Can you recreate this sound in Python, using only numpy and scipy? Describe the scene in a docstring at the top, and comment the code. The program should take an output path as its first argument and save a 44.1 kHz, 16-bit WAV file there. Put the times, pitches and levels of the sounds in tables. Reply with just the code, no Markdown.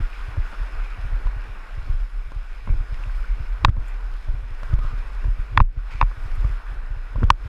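"""Whitewater rushes dully round a kayak, heard from inside a waterproof case riding with the paddler.
The river is countless bubbles: churn, rush, froth and spray, with single plops and gurgles close by.
The paddle knocks hard on the plastic hull, waves thump, thud and slap, and drops tick on the case.
Each thump jolts the springy mount into a very low wobble; the heaviest make the whole sound duck."""
import sys
import numpy as np
from scipy import signal
from scipy.fft import rfft, irfft
from scipy.io import wavfile
from scipy.ndimage import uniform_filter1d

SR = 44100
rng = np.random.default_rng(int(sys.argv[2]) if len(sys.argv) > 2 else 0)


def master(y):
    """Save y as 16-bit WAV."""
    cut = np.clip(np.atleast_2d(y).T, -1, 1)
    pcm = np.round(cut * 32767)  # scale
    wavfile.write(sys.argv[1], SR, pcm.astype(np.int16))


N = 329868
T = np.arange(N) / SR
USUAL_RUSH_DB = -49  # the churn and the mount's sway follow the rush above and below this level

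# the rapid's rush, muffled by the case: freq_hz, density_db
RUSH_SPECTRUM = [(450, -10.5), (720, -5.5), (950, -2), (1200, 1), (1330, -0.5), (1470, 4), (1730, -3),
                 (1950, -3), (2300, -34), (3000, -48)]
# waves thumping the boat: time_s, strength_db
WAVE_HITS = [(0.008, -21), (0.288, -23.5), (0.383, -13), (0.616, -28.5), (0.75, -32), (0.99, -26),
             (1.05, -23), (1.136, -22.5), (1.259, -23.5), (1.37, -25), (1.495, -29), (1.78, -23.5),
             (1.832, -32), (1.899, -19), (1.942, -25.5), (2.019, -36), (2.286, -34.5), (2.363, -26.5),
             (2.704, -11.5), (2.754, -22.5), (2.808, -23.5), (2.928, -24), (2.998, -33), (3.071, -23.5),
             (3.404, -21), (3.652, -8), (3.693, -4), (3.781, -15), (3.833, -33), (4.097, -41),
             (4.287, -22.5), (4.344, -21), (4.437, -29.5), (4.514, -29), (4.637, -32.5), (4.737, -8.5),
             (4.797, -23), (4.85, -22), (4.934, -23), (5.002, -33), (5.052, -36), (5.255, -21),
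             (5.282, -18.5), (5.396, -22.5), (5.528, -23.5), (5.581, -8), (5.616, 2), (5.776, -15.5),
             (5.952, -25.5), (6.03, -15), (6.179, -27.5), (6.258, -25), (6.332, -31), (6.384, -21.5),
             (6.449, -13), (6.505, -23.5), (6.721, -30), (6.765, -37), (6.909, -27), (6.97, -27.5),
             (7.161, -16), (7.24, -6), (7.31, -4.5), (7.459, -21.5)]


def river(froth_trim_db=-0.9, spray_trim_db=3.0, churn_follows=0.82, heave_db=0.45):
    """Low churn beside the hull, the rapid's broad rush, hissing froth and spray, heaving together."""
    # tone of the churn, the froth and the spray: freq_hz, density_db
    churn_spectrum = [(60, 11.5), (100, -1), (170, 1), (270, -3.5), (420, -0.5), (600, -4), (780, -5),
                      (1100, -12.5)]
    froth_spectrum = [(1700, -23), (2000, -2.5), (2300, 1.5), (2550, -1), (2900, -7), (3300, -24.5)]
    spray_spectrum = [(2900, 2), (3350, 4.5), (3800, 1.5), (4300, -0.5), (4700, -2.5), (5150, 2.5),
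                      (5750, -8), (6400, -7.5), (7600, -11.5), (9400, -12.5), (10100, -10.5), (12500, -19),
                      (14500, -17.5)]
    churn = foam(churn_spectrum, pops_per_s=150, spread_db=3, pops_db=-5, patchy_db=1.3)
    rush = foam(RUSH_SPECTRUM, pops_per_s=440, spread_db=5, pops_db=-11.5, patchy_db=1)
    froth = foam(froth_spectrum, pops_per_s=660, spread_db=6, pops_db=-7, patchy_db=1)
    spray = foam(spray_spectrum, pops_per_s=500, spread_db=5, pops_db=-7.5, patchy_db=1.2)
    rush_db, froth_db, spray_db = rapid_levels(T)
    churn_db = -53.5 + churn_follows * (rush_db - USUAL_RUSH_DB)
    body = gain_of(churn_db) * churn + gain_of(rush_db) * rush
    hiss = gain_of(froth_db + froth_trim_db) * froth + gain_of(spray_db + spray_trim_db) * spray
    return (body + hiss) * gain_of(heave_db * surge(rate_hz=7))


def rapid_levels(at_s):
    """Rush, froth and spray levels in dB as the boat passes nearer to and farther from breaking water."""
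    # level ride down the rapid: time_s, rush_db, froth_db, spray_db
    ride = [(0.0, -45, -51, -60), (0.18, -46.5, -51.5, -59.5), (0.42, -45, -51.5, -61),
            (0.55, -44.5, -51.5, -58.5), (0.7, -44.5, -51.5, -61), (0.88, -46.5, -49, -61.5),
            (1.08, -45.5, -53, -61), (1.3, -45.5, -53.1, -62.5), (1.6, -47.5, -52, -63.5),
            (1.92, -50, -54.5, -61.5), (2.08, -53, -58, -65), (2.5, -52, -56.5, -64.3),
            (2.7, -52, -54.5, -63), (2.85, -48.5, -56.5, -63), (2.97, -48, -54, -61),
            (3.36, -49.5, -53.5, -62.5), (3.55, -48, -55.5, -63.5), (4.05, -49, -57.5, -64),
            (4.25, -51, -57.5, -63), (4.52, -50.5, -55.5, -66), (4.66, -45.5, -54.5, -60.5),
            (4.88, -47, -54.5, -61.5), (5.0, -47.5, -53, -62), (5.25, -48, -55.5, -62.5),
            (5.359, -51, -54, -63.5), (5.9, -50.5, -57.5, -64.5), (6.202, -47.5, -55.5, -61.5),
            (6.45, -46.5, -53, -61), (6.7, -47.5, -57, -64), (6.95, -49, -57.5, -66.5),
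            (7.48, -49, -56.5, -62)]
    times, *levels = np.transpose(ride)
    return [np.interp(at_s, times, db) for db in levels]


def paddle_knocks(paddle_t60_s=0.0088, rattle_db=-41, rattle_t60_s=0.035):
    """A hard blow rings the damped plastic hull; the paddle rings higher and the fittings buzz."""
    # paddle blows: start_s, strength_db, hardness_hz, hull_pitch_ratio, hollow_db, paddle_hz, paddle_db
    blows = [(3.648, 0, 6000, 1.017, -1, 3720, -4), (5.575, -3.5, 3400, 1.017, 6.5, 3450, -4),
             (5.6022, -4.5, 1450, 1.03, -4, 3750, -8), (6.013, -5, 2700, 1.025, -4, 3650, -9),
             (6.025, -11, 1163, 1.005, 1, 3650, -9), (7.3027, 8, 2200, 1.026, -1.5, 3100, -7)]
    # hull modes heard through the case: pitch_hz, level_db, t60_s
    hull_modes = [(241, -21.5, 0.03), (583, -18, 0.029), (842.5, 0.7, 0.012), (1028, 7.5, 0.012),
                  (1250, 2.5, 0.0087), (1408, -6.5, 0.017), (1790, -6, 0.013), (2284, -2.5, 0.007),
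                  (2626, -7.5, 0.013), (3400, -18.5, 0.0066), (4150, -26, 0.002), (4840, -14.5, 0.0079),
                  (6460, -18, 0.0045)]
    t, out = np.arange(SR // 12) / SR, np.zeros(N)
    mode_hz, mode_db, t60_s = np.transpose(hull_modes)[:, :, None]
    polarity = (-1) ** np.arange(len(hull_modes))  # neighbouring modes swing opposite ways
    hollow = np.exp(-((mode_hz - 1700) / 430) ** 2)  # the modes most sensitive to where the blow lands
    for start_s, strength_db, hardness_hz, pitch_ratio, hollow_db, paddle_hz, paddle_db in blows:
        decays = gain_of(mode_db + hollow_db * hollow - 60 * t / t60_s)
        hull = polarity @ (decays * np.sin(2 * np.pi * mode_hz * pitch_ratio * t))
        paddle = gain_of(paddle_db - 60 * t / paddle_t60_s) * np.sin(2 * np.pi * paddle_hz * t)
        rattle = noise(RUSH_SPECTRUM, len(t)) * gain_of(rattle_db - 60 * t / rattle_t60_s)
        knock = cut(hull + paddle + rattle, hardness_hz, "low", order=2)
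        add(out, start_s, gain_of(strength_db) * knock)
    return out


def wave_thumps(low_cut_hz=30, lead_s=0.0075, runoff_s=0.063):
    """Each wave is one soft push that swings back; a shudder and a wash lead it, then water runs off."""
    # tone of the deep push and of the water washing past: freq_hz, density_db
    thump_spectrum = [(15, 10.5), (45, 7.5), (62, 7.5), (82, 3.5), (112, 2.5), (135, -7.5), (175, -33.5),
                      (270, -31)]
    wash_spectrum = [(170, -9), (270, 3.5), (400, -2.5), (650, -7.5), (1500, -13.5)]
    impulse = signal.unit_impulse(SR // 2, SR // 4)
    push = colour(cut(impulse, low_cut_hz, "high", order=2), thump_spectrum)
    pushes = np.zeros(N)
    for time_s, db in WAVE_HITS:
        add(pushes, time_s - 0.25, gain_of(db) * push / push.max())  # the impulse sits 0.25 s in
    shudder = noise(thump_spectrum, N) * swells([(s - lead_s, db - 19, 0.045) for s, db in WAVE_HITS])
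    onrush = swells([(s - lead_s, 0.63 * db - 42, 0.033) for s, db in WAVE_HITS])
    runoff = swells([(s + runoff_s, db - 52, runoff_s) for s, db in WAVE_HITS])
    wash = noise(wash_spectrum, N) * (onrush + runoff)
    return pushes + cut(shudder, low_cut_hz, "high", order=2) + wash


def hull_thuds(t60_s=0.035, overtone_ratio=2.3, overtone_db=-11.5, high_cut_hz=900):
    """A hull panel, damped by the water behind it, swings a few times in its two lowest modes."""
    # waves hitting the hull flat: start_s, strength_db, pitch_hz
    flat_hits = [(0.006, -28.5, 163), (0.377, -35, 171), (1.878, -39, 240), (2.318, -40.5, 276),
                 (2.675, -29, 231), (2.739, -35, 272), (3.399, -41, 252), (3.644, -14.5, 164),
                 (3.681, -14, 155), (3.766, -27, 203), (4.733, -26.5, 145), (4.787, -29, 192),
                 (4.846, -39, 253), (4.931, -36, 212), (5.391, -39, 253), (5.767, -32, 220),
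                 (6.443, -30, 210), (7.158, -37, 245), (7.182, -26.5, 250), (7.221, -18, 177),
                 (7.23, -12.5, 215)]
    t, out = np.arange(SR // 10) / SR, np.zeros(N)
    decay = gain_of(-60 * t / t60_s)
    for start_s, strength_db, pitch_hz in flat_hits:
        phase = 2 * np.pi * pitch_hz * t
        panel = np.sin(phase) - gain_of(overtone_db) * np.sin(overtone_ratio * phase)
        add(out, start_s, gain_of(strength_db) * decay * panel)
    return cut(out, high_cut_hz, "low", order=2)


def mount_wobble(pitch_hz=31.5, width_hz=15, low_cut_hz=16, high_cut_hz=48):
    """The springy mount sways at its own pitch, as hard as the water shakes it."""
    hz = np.fft.rfftfreq(N, 1 / SR)
    resonance = (hz < 4 * pitch_hz) / (1 + ((hz - pitch_hz) / width_hz) ** 2)
    sway = np.fft.ifft(rfft(rng.standard_normal(N)) * resonance, N)  # complex: abs() is its envelope
    sway = unit_rms(sway.real / abs(sway) ** (1 / 3))  # a stiffening spring evens out the swings
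    band = (1 - np.exp(-(hz / low_cut_hz) ** 2)) / (1 + (hz / high_cut_hz) ** 12)
    return irfft(rfft(sway * shaking()) * band, N)


def shaking(buffet_db=2.8, jolt_rise_s=0.012, jolt_t60_s=0.22, jolt_follows=0.79):
    """The wobble's envelope: a buffeting current, smooth waves, a jolt per thump, and lulls between."""
    # the boat pitches over a smooth wave: peak_s, sway_db, half_length_s
    smooth_waves = [(.82, -24, 0.029), (2.04, -19, 0.045), (2.18, -25, 0.029), (3.19, -14.5, 0.031),
                    (3.32, -20.5, 0.028), (5.18, -16.5, 0.036), (6.38, -31, 0.16)]
    # the boat glides and the sway dies down: stillest_s, depth_db, half_length_s
    lulls = [(0.164, 12, 0.019), (0.31, 16, 0.02), (0.46, 4, 0.075), (0.708, 18, 0.018), (0.97, 1, 0.032),
             (1.48, 3, 0.082), (1.65, 4.5, 0.2), (2.102, 11, 0.042), (2.304, 6.5, 0.063), (2.468, 9, 0.032),
             (2.864, 11.5, 0.046), (3.254, 17, 0.014), (3.55, -0.5, 0.051), (3.99, 2, 0.045),
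             (4.193, 0, 0.027), (4.52, 3.5, 0.04), (5.49, 9, 0.021), (5.72, 2, 0.027), (5.937, 4, 0.025),
             (7.102, 4, 0.16), (7.367, 13, 0.022)]
    steady_db = -26.5 + 0.15 * (rapid_levels(T)[0] - USUAL_RUSH_DB)
    current = gain_of(steady_db + buffet_db * surge(rate_hz=12))
    power = current ** 2 + swells(smooth_waves) ** 2
    t = np.arange(SR // 2) / SR
    jolt = np.minimum(t / jolt_rise_s, 1) * gain_of(-60 * t / jolt_t60_s)
    for time_s, strength_db in WAVE_HITS:
        add(power, time_s, (gain_of(5 + jolt_follows * strength_db) * jolt) ** 2)
    calm_db = sum(db * np.exp(-((T - s) / half_s) ** 2) for s, db, half_s in lulls)
    return np.sqrt(power) * gain_of(-calm_db)


def deck_slaps(slap_trim_db=-1, pocket_trim_db=-4):
    """Water slaps the deck, each time trapping a pocket of air that rings briefly."""
    # slaps on the deck: start_s, level_db, t60_s, pocket_hz
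    slaps = [(0.367, -27.5, 0.034, 530), (.526, -29, 0.069, 865), (0.753, -35, 0.019, 1500),
             (1.270, -23, 0.018, 940), (2.319, -27.5, 0.009, 1050), (2.6747, -20.5, 0.022, 1040),
             (2.692, -27.5, 0.017, 1530), (2.739, -30.5, 0.03, 855), (3.057, -34, 0.01, 570),
             (3.684, -15, 0.019, 1280), (3.768, -26, 0.025, 1070), (4.285, -32.5, 0.018, 544),
             (4.632, -23.5, 0.019, 1370), (4.731, -27, 0.012, 1250), (4.788, -23.5, 0.014, 1010),
             (4.848, -29, 0.017, 1150), (5.242, -26, 0.031, 900), (5.789, -32, 0.02, 1090),
             (6.114, -30.5, 0.041, 1170), (6.445, -30, 0.019, 1200), (7.158, -22, 0.015, 1020),
             (7.206, -31, 0.025, 900), (7.223, -33, 0.015, 1060), (7.2317, -17.5, 0.028, 1430)]
    # tone of a slap: freq_hz, density_db
    slap_spectrum = [(120, 5.5), (270, -0.5), (420, -7), (570, 6.5), (720, -8.5), (1050, 2.5), (1800, -9.5),
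                     (2500, -19.5), (5000, -43), (12000, -58.5)]
    out = bubbles([(s, db + pocket_trim_db, hz) for s, db, _, hz in slaps], cycles=18.4, rise=0.088)
    for start_s, level_db, t60_s, _ in slaps:
        add_splat(out, start_s, level_db + slap_trim_db, slap_spectrum, t60_s, smack=10)
    return out


def drop_ticks():
    """Single drops land on the case with a bright tick."""
    # drops landing: start_s, peak_db
    drops = [(1.271, -34), (2.319, -40), (2.943, -32), (3.037, -36), (3.693, -25.5), (3.726, -40),
             (4.548, -38), (4.633, -30), (4.74, -28.5), (4.791, -30), (5.616, -21), (5.652, -32),
             (6.316, -42), (7.240, -28)]
    # tone of a tick: freq_hz, density_db
    tick_spectrum = [(700, -5), (2000, 11.5), (3400, 5.5), (5200, -5.5), (7000, -8.5), (11000, -17.5),
                     (15000, -30)]
    out = np.zeros(N)
    for start_s, peak_db in drops:
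        add_splat(out, start_s, peak_db, tick_spectrum, t60_s=0.013, smack=6.3)
    return out


def plops():
    """Large bubbles ring out singly beside the boat."""
    # large bubbles: start_s, level_db, pitch_hz
    large_bubbles = [(.13, -33, 2630), (.531, -32, 855), (.549, -27, 1185), (.592, -32, 1780),
                     (.886, -39, 2380), (.933, -35, 1160), (.946, -33, 2570), (1.2695, -25.5, 950),
                     (2.701, -35, 2250), (2.944, -35, 2680), (3.03, -35, 980), (3.037, -29.5, 2550),
                     (3.096, -30, 1480), (3.24, -31, 1380), (3.246, -29, 1500), (5.066, -37, 1400),
                     (6.116, -40, 1210)]
    return bubbles(large_bubbles, cycles=28, rise=0.081)


def sloshes():
    """A clump of mid-sized bubbles swells and fades along the hull."""
    # sloshes along the hull: peak_s, level_db, half_length_s
    clumps = [(0.2, -45, 0.043), (0.545, -43, 0.015), (0.815, -47, 0.027), (0.92, -44, 0.025),
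              (1.93, -45, 0.011), (4.86, -43.5, 0.076), (5.8, -47.5, 0.033)]
    # tone of a slosh: freq_hz, density_db
    slosh_spectrum = [(750, -22), (1000, 2), (1230, 13), (1520, 9), (1800, -12), (2500, -10), (3200, -7)]
    return swells(clumps) * foam(slosh_spectrum, pops_per_s=200, spread_db=4, pops_db=-3, patchy_db=2)


def blade_catches():
    """The paddle blade digs in and tears the surface into a brief rush of foam."""
    # the blade throws water: peak_s, level_db, half_length_s
    strokes = [(0.145, -46.5, 0.02), (0.53, -53, 0.012), (0.675, -53, 0.02), (0.855, -47, 0.018),
               (3.9, -51, 0.064), (5.77, -53.5, 0.046), (5.92, -42, 0.012), (5.97, -47, 0.085)]
    # tone of the torn water: freq_hz, density_db
    catch_spectrum = [(900, 4), (1550, -1), (1900, 4), (2400, 12), (2900, -3.5), (5100, -13.5), (7000, -20)]
    return swells(strokes) * foam(catch_spectrum, pops_per_s=700, spread_db=5, pops_db=-4, patchy_db=2)


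def gurgle(count=240, lowest_hz=650, spread_db=3):
    """Small bubbles at random, louder where the rapid is, muffled by the case like the rush."""
    when, pitch, size = rng.random((count, 3)).T
    start_s, pitch_hz = when * N / SR, lowest_hz * 5 ** pitch
    case_db = 0.5 * spectrum_db(RUSH_SPECTRUM, pitch_hz)
    size_db = spread_db * np.minimum(-np.log(size), 3)
    level_db = rapid_levels(start_s)[0] + case_db + size_db
    return bubbles(zip(start_s, level_db, pitch_hz), cycles=36, rise=0.068)


def sprinkles():
    """Showers of tiny droplets fizz faintly on the case."""
    # showers of fine spray: peak_s, level_db, half_length_s
    showers = [(.15, -80, 0.029), (3.19, -71, 0.05), (3.88, -64, 0.03), (6.23, -73, 0.024),
               (6.355, -61, 0.01)]
    # tone of the fizz: freq_hz, density_db
    fizz_spectrum = [(6300, -8), (7100, 3), (8400, 1), (10000, -4), (11400, 3), (13000, -10)]
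    return swells(showers) * foam(fizz_spectrum, pops_per_s=450, spread_db=5, pops_db=4, patchy_db=2)


def foam(spectrum, pops_per_s, spread_db, pops_db, patchy_db):
    """Countless far bubbles merge into noise; nearer ones pop singly, a few of them large."""
    sizes = gain_of(spread_db * np.minimum(rng.exponential(1, N), 4)) * rng.choice([-1, 1], N)
    pops = unit_rms(sizes * (rng.random(N) < pops_per_s / SR))
    fizz = rng.standard_normal(N) + gain_of(pops_db) * pops
    return unit_rms(colour(patchy(fizz, patchy_db), spectrum))


def patchy(x, depth_db):
    """Patches of about 400 Hz by 70 ms swell and fade, as single wavelets break."""
    frames = signal.stft(x, nperseg=1024, noverlap=768)[2]
    patches = uniform_filter1d(rng.standard_normal(frames.shape), size=10, axis=0)
    patches = unit_rms(uniform_filter1d(patches, size=12, axis=1))
    return signal.istft(frames * gain_of(depth_db * patches), nperseg=1024, noverlap=768)[1][:N]


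def bubbles(rows, cycles, rise):
    """Each bubble dies by 60 dB over the given cycles, its pitch rising as it nears the surface."""
    t, out = np.arange(SR // 12) / SR, np.zeros(N)
    for start_s, level_db, pitch_hz in rows:
        age = pitch_hz * t / cycles
        attack = 1 - np.exp(-pitch_hz * t)
        ring = np.sin(2 * np.pi * pitch_hz * t * (1 + rise * age))
        add(out, start_s, gain_of(level_db - 60 * age) * attack * ring)
    return out


def add_splat(mix, start_s, peak_db, spectrum, t60_s, smack, lead_samples=256):
    """Mixes in water landing: a first smack and a quickly dying spatter."""
    t = np.arange(SR // 10) / SR
    spatter = rng.standard_normal(len(t)) * gain_of(-60 * t / t60_s)
    hit = spatter + smack * signal.unit_impulse(len(t), 40)
    splat = colour(np.roll(hit, lead_samples), spectrum)  # the lead leaves room for the EQ's pre-ring
    add(mix, start_s - lead_samples / SR, gain_of(peak_db) * splat / abs(splat).max())


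def swells(rows):
    """An envelope with one bell-shaped swell for each row."""
    t, out = np.arange(-SR // 8, SR // 8) / SR, np.zeros(N)
    for peak_s, level_db, half_length_s in rows:
        add(out, peak_s + t[0], gain_of(level_db) * np.exp(-(t / half_length_s) ** 2))
    return out


def surge(rate_hz):
    """A slow random heaving of rms 1."""
    hz = np.fft.rfftfreq(N, 1 / SR)
    return unit_rms(irfft(rfft(rng.standard_normal(N)) * hz / (1 + (hz / rate_hz) ** 4), N))


def noise(spectrum, samples):
    """Coloured noise of rms 1."""
    return unit_rms(colour(rng.standard_normal(samples), spectrum))


def colour(x, spectrum):
    """Zero-phase EQ with the spectrum as its curve."""
    return irfft(rfft(x) * gain_of(spectrum_db(spectrum, np.fft.rfftfreq(len(x), 1 / SR))), len(x))


def spectrum_db(spectrum, hz):
    """A spectrum's level at hz, falling 20 dB an octave beyond its ends."""
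    point_hz, point_db = np.transpose(spectrum)
    octave, points = np.log2(hz + 1), np.log2(point_hz + 1)
    octaves_outside = abs(octave - np.clip(octave, points[0], points[-1]))
    return np.interp(octave, points, point_db) - 20 * octaves_outside


def cut(x, hz, kind, order):
    """Causal low-pass or high-pass."""
    return signal.sosfilt(signal.butter(order, hz, kind, fs=SR, output="sos"), x)


def add(mix, start_s, sound):
    """Mixes a sound in, trimming what overhangs either end."""
    at = round(start_s * SR)
    sound = sound[max(-at, 0):]
    part = mix[max(at, 0):][:len(sound)]
    part += sound[:len(part)]


def gain_of(db):
    """Decibels to amplitude."""
    return 10 ** (np.asarray(db) / 20)


def unit_rms(x):
    """Scales to rms 1."""
    return x / np.sqrt(np.mean(x ** 2) + 1e-20)


def scene():
    """Water and boat reach one microphone inside the case."""
    water = river() + gurgle() + plops() + deck_slaps() + drop_ticks() + blade_catches() + sprinkles()
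    boat = mount_wobble() + wave_thumps() + hull_thuds() + paddle_knocks()
    return (water + sloshes() + boat)[None]


def duck(x, threshold_db=-11, release_db_per_s=72, detector_hz=80, attack_hz=110, full_band_share=0.19):
    """Gain control too slow to catch a knock: heavy thumps pull it down most, and it creeps back."""
    sidechain = cut(x, 6.5, "high", order=2)  # deaf to the slowest drift
    lows = cut(sidechain, 550, "low", order=2)
    power = cut(lows ** 2 + full_band_share * sidechain ** 2, detector_hz, "low", order=1)
    over_db = np.maximum(10 * np.log10(abs(power) + 1e-12) - threshold_db, 0)
    release_db = T * release_db_per_s
    held_db = np.maximum.accumulate(over_db + release_db) - release_db
    return x / gain_of(cut(held_db, attack_hz, "low", order=1))


def record(dry, band_limit_hz=15250):
    """Ducking, soft clipping on the knocks, then a steep high cut."""
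    ducked = duck(dry[0]) * signal.windows.tukey(N, 0.001)  # click-free ends
    clipped = ducked / (1 + ducked ** 6) ** (1 / 6)
    high_cut = signal.firwin(511, band_limit_hz, window=("kaiser", 9), fs=SR)
    return signal.oaconvolve(clipped, high_cut, "same")[None]


dry = scene()
out = record(dry)
master(out)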